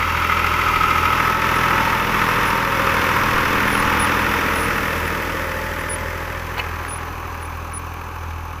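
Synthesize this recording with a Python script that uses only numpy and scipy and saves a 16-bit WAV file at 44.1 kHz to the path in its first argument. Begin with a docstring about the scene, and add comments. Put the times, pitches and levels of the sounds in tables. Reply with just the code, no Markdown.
"""A three-cylinder diesel tractor drives close past the microphone, pulling a disc harrow over dry soil.
Its exhaust throbs, the block knocks once per firing and the gears whine; the tone turns from nose to
flank to tail as it goes by. Behind it the discs crumble clods, a dry bearing squeaks thinly and one
disc clanks on a stone. Out in the open field, a little wind buffets the microphone."""
import sys
import numpy as np
from scipy import signal
from scipy.fft import rfft, irfft, next_fast_len
from scipy.io import wavfile
from scipy.ndimage import map_coordinates

SR = 44100
rng = np.random.default_rng(int(sys.argv[2]) if len(sys.argv) > 2 else 0)


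def file_out(sig):
    """Save sig as 16-bit WAV at sys.argv[1]."""
    # one column per channel
    cols = np.atleast_2d(sig).T
    # limit, then scale
    lim = np.clip(cols, -1, 1)
    pcm = np.round(lim * 32767).astype(np.int16)
    wavfile.write(sys.argv[1], SR, pcm)


N = 379260

# Engine speed. Each row: time in seconds, firings per second.
FIRING_RATE = [(0.0, 40.8), (1.18, 40.89), (1.45, 41.74), (1.94, 41.14), (2.51, 41.7), (2.98, 40.53),
               (3.23, 41.19), (3.6, 40.49), (4.35, 41.12), (4.74, 40.35), (5.46, 41.06), (5.86, 40.54),
               (6.43, 41.56), (6.87, 40.54), (7.08, 41.01), (7.54, 40.16), (7.94, 41.22), (8.6, 40.02)]
# The exhaust's tones, as multiples of the firing rate.
EXHAUST_ORDERS = [1, 2, 3, 4, 5, 7]
# Those tones at the microphone, one per row. Each row: distant level in dB, swell in dB, its time and
# half-width in seconds, dip in dB, its time and half-width in seconds.
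EXHAUST_BEAMS = [(-42, 7, 2.8, 4.2, 7, 3.5, .6), (-32.5, 3.5, 0.23, 0.69, 8, 2.35, .55),
                 (-44.5, 8.5, 2.25, 2.5, 11, 5, 0.6), (-47.5, 13.5, 2.67, 2.76, 17, 3.57, 0.78),
                 (-58, 31.5, 3.0, 2.3, 11.5, 2.95, .72), (-55, 26, 3.4, 1.6, 18, 2.67, 0.99)]
# Blows in one working cycle of three firings. Each row: position in firings, relative level in dB.
BLOWS = [(0.05, 2.5), (0.35, -14), (0.99, 4.5), (1.22, -15), (2.03, 3), (2.55, -4)]
# The block's drone and hiss, then its knock from ahead, alongside, behind and farther off.
# Each row: frequency in Hz, relative level in dB.
DRONE_SPECTRUM = [(20, -22), (50, -4), (95, -4), (115, -4), (160, -2.5), (240, -2), (310, 0), (450, -1.5),
                  (590, -1), (660, -14), (800, -33)]
HISS_SPECTRUM = [(3000, -12), (6000, -2), (8500, -16), (9500, -6.5), (11000, 0.5), (13000, 1),
                 (15400, -1.5)]
KNOCK_NOSE = [(400, -55), (660, -27.5), (850, -11.5), (1030, -6), (1150, -8.5), (1330, -1.5), (1550, -12.5),
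              (1840, -14), (2100, -9.5), (2500, -12), (3980, -29), (6140, -31), (8000, -44), (12000, -84)]
KNOCK_FLANK = [(380, -44), (640, -14.5), (750, -14), (907, -5), (1020, -4), (1270, -2), (1570, -7),
               (1780, -6), (2200, -10), (2640, -12), (2960, -17), (3470, -18.5), (3860, -24.5),
               (4400, -24.5), (5830, -27), (8000, -42), (10400, -64), (17600, -120)]
KNOCK_TAIL = [(380, -18), (640, -2), (742, -16.5), (816, -11), (851, -0.5), (898, -7), (926, -2.5),
              (1210, -1), (1510, -3.5), (1820, 0), (2610, -8.5), (3860, -22), (4400, -23.5), (5240, -21),
              (8000, -31), (10400, -61), (17600, -120)]
KNOCK_AWAY = [(380, -53), (640, -30), (668, -16.5), (842, -6), (917, -8), (1120, -3.5), (1370, -10.5),
              (1710, -13.5), (1880, -20.5), (2420, -15), (3330, -27.5), (5590, -35), (6010, -26.5),
              (8000, -47), (10400, -76), (17600, -120)]
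# The knock turns to flank, to tail, to farther off. Each row: start and end in seconds.
TURNS = [(1.1, 1.2), (4.1, 6), (5.9, 7.1)]
# The block going by; wheels and harrow screen it from behind, so it fades faster than it came.
# Each lists: level alongside in dB, start and end of that stretch in seconds, seconds for the last
# 3 dB of the approach, seconds for the first 3 dB of leaving.
DRONE_PASS = (-27, 2.5, 4.5, 1.5, 0.74)
KNOCK_PASS = (-19, 0.9, 4, 1.3, 0.744)
HISS_PASS = (-36.7, 2, 4.5, 1.8, 0.7)
# The block's level dips briefly. Each row: time in seconds, half-width in seconds, depth in dB.
BLOCK_DIPS = [(1.37, 0.051, 3), (2.03, .1, 1.5), (2.66, 0.11, 2)]
# Gear whines swell and fade in turn as the tractor goes by. Each row: time in seconds, half-width in seconds, #
# level in dB, approximate pitch in Hz.
GEAR_WHINES = [(1.3, 0.71, -36, 877), (1.6, 0.29, -34, 553), (1.85, .2, -34, 880), (1.9, 0.22, -30.5, 917),
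               (2.45, 0.28, -28, 920), (2.8, 0.31, -32.5, 546), (3.7, 0.42, -37, 541),
               (4.05, 0.4, -30.5, 877.6), (5.45, 0.97, -36.5, 534), (5.75, 0.5, -34.5, 869),
               (5.9, .6, -41, 581), (8.45, 0.45, -41.5, 860)]
# The front cover's ring, loudest from ahead. It lists: distant level in dB, swell in dB, its time and
# half-width in seconds.
COVER_SWELL = (-62, 37.5, 0.96, 3)
# Crumbling soil, loudest as the harrow passes. Each row: time in seconds, level in dB.
SOIL_LEVEL = [(0, -58), (3.5, -47), (5, -59), (6.8, -33), (7.3, -41.5), (8.6, -61)]
# Gusts on the microphone. Each row: time in seconds, half-width in seconds, level in dB.
GUSTS = [(.5, .4, -43), (3.35, .22, -33), (3.87, .2, -33), (7.3, .15, -50)]
# Bearing squeaks. Each row: start in seconds, length in seconds, level in dB, centre pitch in Hz.
SQUEAKS = [(1.55, .05, -45.5, 9964), (2.452, .055, -40, 10000), (3.67, 0.15, -37, 9937),
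           (3.99, 0.07, -29, 9940), (4.532, .15, -36.5, 9898), (5.063, 0.022, -35, 9941),
           (5.791, 0.028, -40, 9893), (5.886, 0.074, -31, 9850), (6.876, .11, -33, 9920),
           (7.406, 0.064, -45.5, 9894), (7.731, 0.058, -31.5, 9893)]
# The stone's contacts with a disc. Each row: start in seconds, ring gain in dB, thud gain in dB.
STONE_HITS = [(6.572, -29, -26), (6.580, -28.5, -17.5), (6.588, -24, -22), (6.594, -19, -25),
              (6.598, -18, -33), (6.64, -34, -32)]
# Modes of that disc. Each row: frequency in Hz, relative level in dB, seconds to fall by 60 dB.
DISC_MODES = [(2140, -10, 0.066), (2380, -8, 0.077), (2600, -2, 0.032), (2940, -4.5, 0.033),
              (4330, -10, .02)]

COVER_TEETH = 94  # tooth contacts per working cycle
BREEZE_DB, SQUEAK_RISE_HZ, TOP_HZ = -57, 50, 15500


def amp(db):
    """Decibels to gain."""
    return 10 ** (np.asarray(db) / 20)


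def unit(x):
    """x at rms 1."""
    return x / np.sqrt(np.mean(x ** 2) + 1e-20)


def curve(points):
    """(seconds, value) points joined into one value per sample."""
    return np.interp(np.arange(N) / SR, *np.transpose(points))


def bell(at_s, width_s):
    """A smooth hump of height 1 in time."""
    return np.exp(-((np.arange(N) / SR - at_s) / width_s) ** 2)


def wobble(rate):
    """A smooth random curve, rate knots a second."""
    return map_coordinates(rng.standard_normal(int(N * rate / SR) + 4), [np.arange(N) * rate / SR])


def filtered(x, response):
    """x through a filter whose gain is response(hz)."""
    size = next_fast_len(N + SR // 2)
    return irfft(rfft(x, size) * response(np.fft.rfftfreq(size, 1 / SR)), size)[:N]


def coloured(x, spectrum):
    """x shaped by (Hz, dB) points joined on a log axis, at rms 1."""
    points_hz, db = np.transpose(spectrum)
    return unit(filtered(x, lambda hz: amp(np.interp(np.log(hz + 1), np.log(points_hz + 1), db))))


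def beam(far_db, swell_db, swell_s, swell_width_s, dip_db, dip_s, dip_width_s):
    """Gain of a tone that swells as it faces the microphone and sinks once where its paths cancel."""
    return amp(far_db + swell_db * bell(swell_s, swell_width_s) - dip_db * bell(dip_s, dip_width_s))


def exhaust(crank):
    """The pipe throbs on low multiples of the firing rate, each a little unsteady."""
    def tone(order):
        phase = 2 * np.pi * order * (crank - .32)  # the valve opens after the firing
        return np.sqrt(2) * np.cos(phase + 0.091 * wobble(8.2)) * amp(1.25 * wobble(7))

    gains = [beam(*row) for row in EXHAUST_BEAMS]
    throb = sum(gain * tone(order) for order, gain in zip(EXHAUST_ORDERS, gains))
    return throb + amp(-5.5) * gains[2] * tone(7 / 3)  # unequal cylinders add a tone between the orders


def strike(crank, at, decay, rise=0.096):
    """Envelope of a blow that returns every working cycle; times in firings."""
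    age = (crank - at) % 3
    return (1 - np.exp(-age / rise)) * np.exp(-age / decay)


def hammering(crank, decay, floor_db, scatter_db):
    """Envelope of all the cycle's blows, varying in strength, over a floor of lasting vibration."""
    power = sum((amp(db) * strike(crank, at, decay)) ** 2 for at, db in BLOWS)
    return np.sqrt(power * amp(scatter_db * wobble(41)) ** 2 + amp(floor_db) ** 2)


def vibration(crank, repeat, angles=7):
    """Fine vibration: a share repeats each cycle, changing with the microphone's angle; the rest is new."""
    size = SR // 14
    place = (crank / 3 * size % size).astype(int)
    angle = np.linspace(0, angles - 1, N)
    weights = (np.sqrt(np.clip(1 - abs(angle - k), 0, 1)) for k in range(angles))
    cyclic = sum(weight * rng.standard_normal(size)[place] for weight in weights)
    return np.sqrt(repeat) * cyclic + np.sqrt(1 - repeat) * rng.standard_normal(N)


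def casing(x, ripple_db=1.64):
    """Many small castings and panels ring: narrow peaks and dips across the upper spectrum."""
    modes_hz = np.arange(2000, 8000, 110)
    heights_db = ripple_db * rng.standard_normal(len(modes_hz))
    return filtered(x, lambda hz: amp(np.interp(hz, modes_hz, heights_db, left=0, right=0)))


def knock(crank, low_hz=620, mid_hz=1650, high_hz=3300):
    """Each blow rings in the mids, clatters above and rattles on top; the tone turns as the block passes."""
    def above(hz, edge_hz):
        return np.clip(3 * (hz / edge_hz - 1) + .5, 0, 1)

    ring = vibration(crank, repeat=0.39) * hammering(crank + .03, 0.44, floor_db=0, scatter_db=1.1)
    clatter = vibration(crank, repeat=0.36) * hammering(crank - .02, 0.27, floor_db=-7.5, scatter_db=0.86)
    rattle = rng.standard_normal(N) * hammering(crank + 0.084, 0.28, floor_db=-5, scatter_db=1.4)
    blows = filtered(unit(ring), lambda hz: above(hz, low_hz) * np.sqrt(1 - above(hz, mid_hz)))
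    blows += filtered(unit(clatter), lambda hz: np.sqrt(above(hz, mid_hz) - above(hz, high_hz)))
    blows += filtered(unit(rattle), lambda hz: np.sqrt(above(hz, high_hz)))
    screening = amp(-4.5 * strike(crank, 1.97, decay=0.65))  # from ahead the rear cylinder is half hidden
    heard = unit(coloured(casing(blows), KNOCK_NOSE) * screening)
    for (start, end), side in zip(TURNS, [KNOCK_FLANK, KNOCK_TAIL, KNOCK_AWAY]):
        turned = curve([(start, 0), (end, 1)])
        heard = (1 - turned) * heard + turned * coloured(casing(blows), side)
    return heard


def pass_by(db, from_s, to_s, approach_s, leave_s):
    """Gain of a long source passing the microphone: steady alongside, 1 / distance before and after."""
    t = np.arange(N) / SR
    offset = np.maximum(from_s - t, 0) / approach_s + np.maximum(t - to_s, 0) / leave_s
    return amp(db) / np.hypot(1, offset)


def block(crank):
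    """Firings and valves shake the passing block: a low drone, the knock and a pulsing hiss."""
    shake = vibration(crank, repeat=0.45) * hammering(crank + 0.074, 0.25, floor_db=-3.5, scatter_db=1)
    drone = pass_by(*DRONE_PASS) * coloured(shake, DRONE_SPECTRUM)
    knocking = pass_by(*KNOCK_PASS) * knock(crank)
    pulsing = hammering(crank + .08, decay=.35, floor_db=-3, scatter_db=1.5)
    hiss = pass_by(*HISS_PASS) * coloured(rng.standard_normal(N) * pulsing, HISS_SPECTRUM)
    dips = amp(-sum(db * bell(at_s, width_s) for at_s, width_s, db in BLOCK_DIPS))
    return dips * (drone + knocking + hiss)


def injector(crank):
    """One injector ticks high and dry, once a cycle."""
    tick = rng.standard_normal(N) * strike(crank, 0.82, decay=.2) * amp(2.6 * wobble(14))
    return amp(-57.5) * coloured(tick, [(7000, -30), (11000, -6), (13800, 0), (15500, -5)])


def gears(crank):
    """Teeth sing on multiples of the cycle rate; the highest rings the cover at two firings in three."""
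    def whine(teeth):
        phase = 2 * np.pi * teeth * cycle + .55 * wobble(16)
        return np.sqrt(2) * np.sin(phase) * amp(1.9 * wobble(6))

    cycle = crank / 3
    cycle_hz = np.gradient(cycle) * SR
    singing = np.zeros(N)
    for at_s, width_s, db, hz in GEAR_WHINES:
        teeth = round(hz / cycle_hz[min(int(at_s * SR), N - 1)])
        singing += amp(db) * bell(at_s, width_s) * whine(teeth)
    far_db, swell_db, at_s, width_s = COVER_SWELL
    pings = unit(.06 + strike(crank, -0.029, decay=0.41, rise=.08) + 0.97 * strike(crank, 0.97, decay=0.53))
    cover = amp(far_db + swell_db * bell(at_s, width_s)) * pings * whine(COVER_TEETH)
    return singing + cover


def soil(count=5000, grain_s=.0015):
    """Clods and stalks break under the discs in dry grains, many faint and a few loud."""
    when, rank = rng.random((count, 2)).T
    strengths = amp(-3.2 * np.log(rank * .99 + .01))
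    cracks = np.bincount((when * (N - 1)).astype(int), strengths, N)
    grain = np.exp(-np.arange(SR // 50) / SR / grain_s)
    crunch = signal.fftconvolve(cracks, grain)[:N] * rng.standard_normal(N)
    spectrum = [(150, -18), (500, -6), (1700, 13), (3500, -10), (6000, -17), (8500, -28), (14000, -16)]
    return amp(curve(SOIL_LEVEL)) * coloured(crunch, spectrum)


def wind():
    """Soft deep buffets right on the microphone: a few gusts over a light breeze."""
    spectrum = [(6, -14), (15, 0), (30, 0), (60, -9), (150, -35), (600, -80)]
    rumble = coloured(rng.standard_normal(N), spectrum)
    strength = amp(BREEZE_DB) + sum(amp(db) * bell(at_s, width_s) for at_s, width_s, db in GUSTS)
    return strength * amp(2 * wobble(6.4)) * rumble


def bearing():
    """A dry disc bearing squeaks now and then on one thin, slightly rough, rising note."""
    t, out = np.arange(N) / SR, np.zeros(N)
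    waver_hz, flutter = 24 * wobble(220), amp(4 * wobble(90))
    for start_s, length_s, db, hz in SQUEAKS:
        on = (t >= start_s) & (t <= start_s + length_s)
        swell = signal.windows.tukey(on.sum(), .35)
        pitch = hz + SQUEAK_RISE_HZ * np.linspace(-.5, .5, on.sum()) + waver_hz[on]
        out[on] += amp(db) * swell * np.sqrt(2) * np.sin(2 * np.pi * np.cumsum(pitch) / SR)
    return out * flutter


def stone(thud_t60_s=0.049, attack_s=0.00054):
    """A stone chatters against a steel disc, whose ring the soil damps."""
    t, out = np.arange(SR // 4) / SR, np.zeros(N)
    spectrum = [(300, -13), (1000, 7), (2600, -4), (4500, -15), (7000, -28), (12000, -29), (15000, -18)]
    grit = coloured(rng.standard_normal(N), spectrum)
    attack = 1 - np.exp(-t / attack_s)
    for start_s, ring_db, thud_db in STONE_HITS:
        start = round(start_s * SR)
        span = slice(start, start + len(t))
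        ring = np.zeros(len(t))
        for hz, db, t60 in DISC_MODES:
            fade = amp(db + rng.normal(0, 1.9) - 60 * t / t60)
            ring += fade * np.sin(2 * np.pi * hz * t + rng.uniform(0, 2 * np.pi))
        thud = amp(-60 * t / thud_t60_s) * grit[span]
        out[span] += (amp(ring_db) * ring + amp(thud_db) * thud) * attack
    return out


def scene():
    """From one spot in the field: the tractor, all running off one crankshaft, its harrow and the wind."""
    crank = np.cumsum(curve(FIRING_RATE)) / SR  # firings so far
    tractor = exhaust(crank) + block(crank) + injector(crank) + gears(crank)
    harrow = soil() + bearing() + stone()
    return (tractor + harrow + wind())[None]


def record(dry):
    """One microphone channel, with nothing kept above TOP_HZ."""
    return filtered(dry[0], lambda hz: hz < TOP_HZ)[None]


dry = scene()
out = record(dry)
file_out(out)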